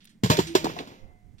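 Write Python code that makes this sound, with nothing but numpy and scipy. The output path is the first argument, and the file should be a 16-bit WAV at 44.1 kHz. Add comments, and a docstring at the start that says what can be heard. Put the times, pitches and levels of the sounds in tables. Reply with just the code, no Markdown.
"""Outdoors, over a low rumble, skins and jute scrape faintly close to the microphone.
From 0.24 s to 0.87 s onions tumble into a jute sack hung in a steel frame. Each impact gives a
dull thump, a knock of bulb on bulb and a crackle of dry skin; the harder ones set the frame
ringing faintly, and soft tones swell and fade. The heap then settles with a dying rustle,
and light puffs of wind and one last scrape remain."""
import sys
import numpy as np
from scipy import signal
from scipy.fft import rfft, irfft
from scipy.io import wavfile

SR = 44100
rng = np.random.default_rng(int(sys.argv[2]) if len(sys.argv) > 2 else 0)


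def generate_wav(signal):
    """Clip the signal to [-1, 1] and save it as 16-bit WAV at the path in sys.argv[1]."""
    frames = np.transpose(np.atleast_2d(signal))
    scaled = np.clip(frames, -1, 1) * 32767
    pcm = np.round(scaled).astype(np.int16)
    wavfile.write(sys.argv[1], SR, pcm)


N = 61739

# Levels are relative; T60 is the time of a 60 dB decay.
# Spectra of the distant rumble and of wind on the microphone: f/Hz, level/dB
RUMBLE_SPECTRUM = [(25, -1), (60, -26), (110, -10.5), (200, -3), (330, -17), (500, -28.5), (800, -32),
                   (1400, -36), (2100, -30), (2800, -44), (7000, -41), (9000, -44), (16000, -50.5)]
WIND_SPECTRUM = [(20, 3), (50, 1), (100, 1), (170, -13), (400, -25.5), (1500, -64)]
# Puffs of wind: t/s, level/dB, 1/e half-width/s
PUFFS = [(1.051, -55, 0.046), (1.147, -62, 0.037), (1.26, -59, 0.032), (1.303, -58, 0.019),
         (1.341, -52.5, 0.013), (1.394, -60.5, 0.019)]
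# Faint tones: t/s, f/Hz, level/dB, 1/e half-width/s
HUMS = [(0.164, 218.6, -53, 0.019), (0.539, 333, -35.5, 0.073), (0.644, 329, -35.5, .05),
        (1.03, 527.3, -60.5, 0.076), (1.157, 724.5, -66.5, 0.15), (1.063, 2060, -69, 0.21)]
# Spectrum of their wavering: f/Hz, level/dB
WAVER_SPECTRUM = [(1, -6), (12, 0.5), (40, -29), (200, -100)]
# Envelopes of rustling jute and of rolling bulbs: t/s, level/dB
RUSTLE_ENVELOPE = [(.228, -80), (.25, -57.5), (.33, -32.5), (.45, -47), (.53, -50), (.6, -44), (.7, -40.5),
                   (.75, -48), (0.809, -47.5), (0.858, -54), (.92, -55), (1.0, -63), (1.12, -80),
                   (1.4, -83)]
ROLL_ENVELOPE = [(.62, -70), (.69, -43), (.75, -50), (0.808, -38), (0.861, -54.5), (0.918, -50),
                 (0.988, -61.5), (1.098, -62.5), (1.22, -76)]
# Spectra of rustling, rolling, scraping, crushed skin and knocking bulbs: f/Hz, level/dB
RUSTLE_SPECTRUM = [(30, -14), (65, -5.5), (110, 4), (170, 3), (270, 0.5), (450, -5.5), (900, -9.5),
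                   (1350, -14), (2200, -9), (3500, -10), (7100, -19), (8800, -40), (12000, -26),
                   (16000, -32.5)]
ROLL_SPECTRUM = [(30, -39), (80, -14), (150, -2.5), (260, 5), (500, 0.5), (800, -1), (1300, -8.5),
                 (2500, -18.5), (6000, -40.5)]
SCRAPE_SPECTRUM = [(100, -45.5), (1000, -21.5), (1700, -7), (2600, -8), (3500, -3), (5000, -6.5),
                   (6500, -8), (9000, -8.5), (12000, -8), (15000, -4.5), (16500, -11)]
SKIN_SPECTRUM = [(60, -51), (300, -35), (1000, -11), (1300, -2), (1600, 5.5), (2500, 1), (3400, 6),
                 (4300, 6), (5400, 3), (6200, -2.5), (7400, 4), (8400, -15.5), (12000, -11.5), (15000, -9),
                 (16500, -22.5)]
KNOCK_SPECTRUM = [(30, -55.5), (100, -32), (200, -9.5), (450, 10), (540, -11), (700, -5), (1050, 4),
                  (1350, -10), (2000, -22.5), (6000, -76)]
# Glancing contacts of skin and jute: t/s, level/dB, T60/s, cutoff f/Hz
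SCRAPES = [(.004, -52, .45, 4800), (0.044, -45, 0.011, 16000), (.053, -42, 0.021, 16000),
           (0.072, -45.5, 0.045, 6000), (0.092, -54.5, 0.16, 9000), (0.469, -32.5, 0.2, 7000),
           (0.6433, -46, 0.028, 16000), (0.788, -22.5, 0.064, 3800), (1.382, -54.5, 0.27, 6000)]
# Normal modes of the steel frame and taut sack: f/Hz, level/dB, T60/s
FRAME_MODES = [(70, -42, .8), (102, -24, .16), (149, -21, .22), (166, -27, .5), (470, -33, .1),
               (607, -31, .2), (646, -35, .15), (932, -34, .22), (1087, -37, .13), (1198, -38, .18),
               (2412, -41, .22), (2614, -43, .22), (2707, -43, .18)]
# Impulses on the frame: t/s, low-mode level/dB, high-mode level/dB
FRAME_IMPULSES = [(.246, -4, -9.5), (.302, -2.5, 11), (.390, -5, -25), (.552, -12, 2.5), (.644, -8.5, -13)]
# Impacts: t/s, thump f/Hz, thump level/dB, thump T60/s, knock level/dB, skin level/dB, skin T60/s
LANDINGS = [ (0.2352, 208, 0, 0.013, -28, -26, 0.073), (0.2431, 151, -5, 0.03, -31.5, -38.5, 0.24),
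            (0.259, 157, -24, 0.076, -31.5, -44.5, 0.27), (.2990, 132, -6.5, .045, -17, -22.5, 0.17),
            (0.3012, 268, -10.5, 0.031, -26.5, -30, 0.039), (0.313, 168, -17.5, 0.072, -26, -33, 0.13),
            (0.369, 160, -33.5, 0.023, -41.5, -28.5, 0.068), (.3810, 381, -19.5, 0.045, -75, -47, 0.043),
            (.3882, 364, -11, .038, -22, -61, 0.027), (0.3883, 168, -11.5, 0.042, -29.5, -31.5, 0.24),
            (.3905, 954, -27.5, 0.055, -40.5, -60, 0.032), (0.4004, 294, -21.5, 0.028, -28, -49.5, 0.033),
            (0.551, 353, -8, 0.023, -13.5, -20.5, 0.081), (.5595, 378.3, -16.5, 0.054, -26, -35, 0.25),
            (0.6438, 300, -11.5, 0.02, -24, -31, 0.071), (0.6555, 220, -21, 0.023, -23.5, -53, 0.068),
            (.6675, 788, -14, 0.012, -29.5, -41.5, 0.033), (0.697, 236, -45, 0.027, -33.5, -80, 0.033),
            (.7650, 712, -36, 0.059, -37, -50, .08), (0.7878, 315, -38.5, .06, -36.5, -48, 0.048),
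            (0.8043, 281, -33.5, 0.038, -39, -52, .1), (0.8728, 253, -35, 0.03, -44.5, -54.5, 0.16)]
# Sound from the sack, left microphone port minus right: f/Hz, level/dB
PORT_BALANCE = [(100, -0.7), (190, -0.5), (370, -5), (480, -5.5), (650, 9), (900, 5), (1400, -6),
                (2500, -7), (5500, -3.5), (7500, -5), (9500, 15), (14000, 2.5)]

PORT_LAG_S, CONTACT_RISE_S = 0.0003578, 0.0005
SKIN_DIFFUSE, JUTE_DIFFUSE, BULB_DIFFUSE = 0.76, 0.82, 0.35  # scattered / direct amplitude


def undb(db):
    """Amplitude ratio: a factor of ten for every 20 dB."""
    return 10 ** (np.asarray(db) / 20)


def since(start):
    """Causal time: seconds since an onset, zero before it."""
    return np.maximum(np.arange(N) / SR - start, 0)


def transient(start, rise, t60):
    """Envelope of a damped response: quick rise, exponential decay."""
    age = since(start)
    return (1 - np.exp(-age / rise)) * np.exp(-np.log(1000) * age / t60)


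def swell(centre, width):
    """Gaussian envelope, symmetric about its peak."""
    return np.exp(-((since(0) - centre) / width) ** 2)


def response(spectrum):
    """Frequency response: bin frequencies and gains, interpolated in dB over log frequency."""
    hz, db = np.array(spectrum).T
    f = np.maximum(np.fft.rfftfreq(N, 1 / SR), 1)
    return f, undb(np.interp(np.log(f), np.log(hz), db))


def colour(x, spectrum):
    """Linear filtering weights each frequency; the result has unit rms."""
    _, gain = response(spectrum)
    shaped = irfft(rfft(x) * gain, N)
    return shaped / shaped.std()


def noise(spectrum):
    """Stationary Gaussian noise of a given spectrum."""
    return colour(rng.standard_normal(N), spectrum)


def grains(spectrum, per_second=2700, spread_db=1):
    """Granular noise: a Poisson process divides it into grains of uneven level."""
    sizes = undb(spread_db * np.clip(rng.standard_normal(N), -2, 2))
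    grain_index = np.cumsum(rng.random(N) < per_second / SR)
    return colour(rng.standard_normal(N) * sizes[grain_index], spectrum)


def ports(x):
    """Time and level differences: the left port leads, and each favours its own bands."""
    f, balance = response(PORT_BALANCE)
    shift = np.sqrt(balance) * np.exp(1j * np.pi * f * PORT_LAG_S)
    return irfft(rfft(x) * np.array([shift, 1 / shift]), N)


def field(source, spectrum, envelope, diffuse):
    """Direct sound is coherent between the ports; scattered sound is independent at each."""
    scattered = np.array([ports(source(spectrum) * envelope)[side] for side in range(2)])
    return ports(source(spectrum) * envelope) + diffuse * scattered


def air(spectrum, pan_db, diffuse):
    """Partially coherent noise; pan_db is the left level minus the right."""
    shared = noise(spectrum)
    independent = np.array([noise(spectrum), noise(spectrum)])
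    return (shared + diffuse * independent) * undb(np.array([[pan_db], [-pan_db]]) / 2)


def outdoors():
    """Ambient noise: distant rumble, and pressure fluctuations of wind mostly at the right port."""
    rumble = undb(-61) * air(RUMBLE_SPECTRUM, pan_db=-5.5, diffuse=0.2)
    gusts = sum(undb(db) * swell(t, width) for t, db, width in PUFFS)
    return rumble + gusts * air(WIND_SPECTRUM, pan_db=-21, diffuse=0.83)


def hums(waver_db=1.5):
    """Amplitude modulation: faint pure tones swell, waver and fade."""
    tones = np.zeros(N)
    for t, hz, db, width in HUMS:
        envelope = undb(db + waver_db * noise(WAVER_SPECTRUM)) * swell(t, width)
        tones += envelope * np.sin(2 * np.pi * hz * since(0))
    return ports(tones)


def settling():
    """Friction and rolling contact: jute rustles and bulbs shuffle as the heap comes to rest."""
    rustle, roll = (undb(np.interp(since(0), *np.array(curve).T, left=-np.inf))
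                    for curve in (RUSTLE_ENVELOPE, ROLL_ENVELOPE))
    jute = field(grains, RUSTLE_SPECTRUM, rustle, JUTE_DIFFUSE)
    return jute + field(grains, ROLL_SPECTRUM, roll, BULB_DIFFUSE)


def scrapes():
    """Sliding friction of skin on jute gives bursts of noise, each with its own upper limit."""
    rub = field(grains, SCRAPE_SPECTRUM, envelope=0.68, diffuse=SKIN_DIFFUSE)
    bursts = np.zeros((2, N))
    for t, db, t60, cutoff_hz in SCRAPES:
        lowpass = signal.butter(3, cutoff_hz, fs=SR, output="sos")
        bursts += signal.sosfilt(lowpass, rub * undb(db) * transient(t, CONTACT_RISE_S, t60))
    return bursts


def frame(split_hz=250, rise_s=0.0088):
    """Free vibration: harder landings excite the frame's normal modes, each with its own decay."""
    ring = np.zeros(N)
    for t, low_db, high_db in FRAME_IMPULSES:
        for hz, db, t60 in FRAME_MODES:
            amplitude = undb(db + (low_db if hz < split_hz else high_db))
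            ring += amplitude * transient(t, rise_s, t60) * np.sin(2 * np.pi * hz * since(t))
    return ports(ring)


def skins():
    """Crumpling: each impact crushes papery skin, which emits a decaying crackle."""
    crush = sum(undb(db) * transient(t, CONTACT_RISE_S, t60) for t, *_, db, t60 in LANDINGS)
    return field(grains, SKIN_SPECTRUM, crush, SKIN_DIFFUSE)


def knocks(t60=0.056):
    """Collision: the brief contact of bulb on bulb excites a broad band of frequencies."""
    contacts = sum(undb(db) * transient(t, CONTACT_RISE_S, t60) for t, *_, db, _, _ in LANDINGS)
    return field(noise, KNOCK_SPECTRUM, contacts, BULB_DIFFUSE)


def thumps(rise_cycles=0.62, cutoff_ratio=0.45):
    """Damped oscillation: heap and cloth yield to each bulb, radiating little far below their pitch."""
    body = np.zeros(N)
    for t, hz, db, t60, *_ in LANDINGS:
        swing = 2 * transient(t, rise_cycles / hz, t60) * np.sin(2 * np.pi * hz * since(t))
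        highpass = signal.butter(3, cutoff_ratio * hz, "high", fs=SR, output="sos")
        body += undb(db) * signal.sosfilt(highpass, swing)
    return ports(body)


def scene():
    """Superposition: the pressures of all sources add at the two ports."""
    return outdoors() + hums() + settling() + scrapes() + frame() + skins() + knocks() + thumps()


def record(dry):
    """Band limiting: a steep low-pass filter removes the treble above 16 kHz."""
    return signal.sosfilt(signal.ellip(8, 0.2, 80, 16000, fs=SR, output="sos"), dry)


dry = scene()
out = record(dry)
generate_wav(out)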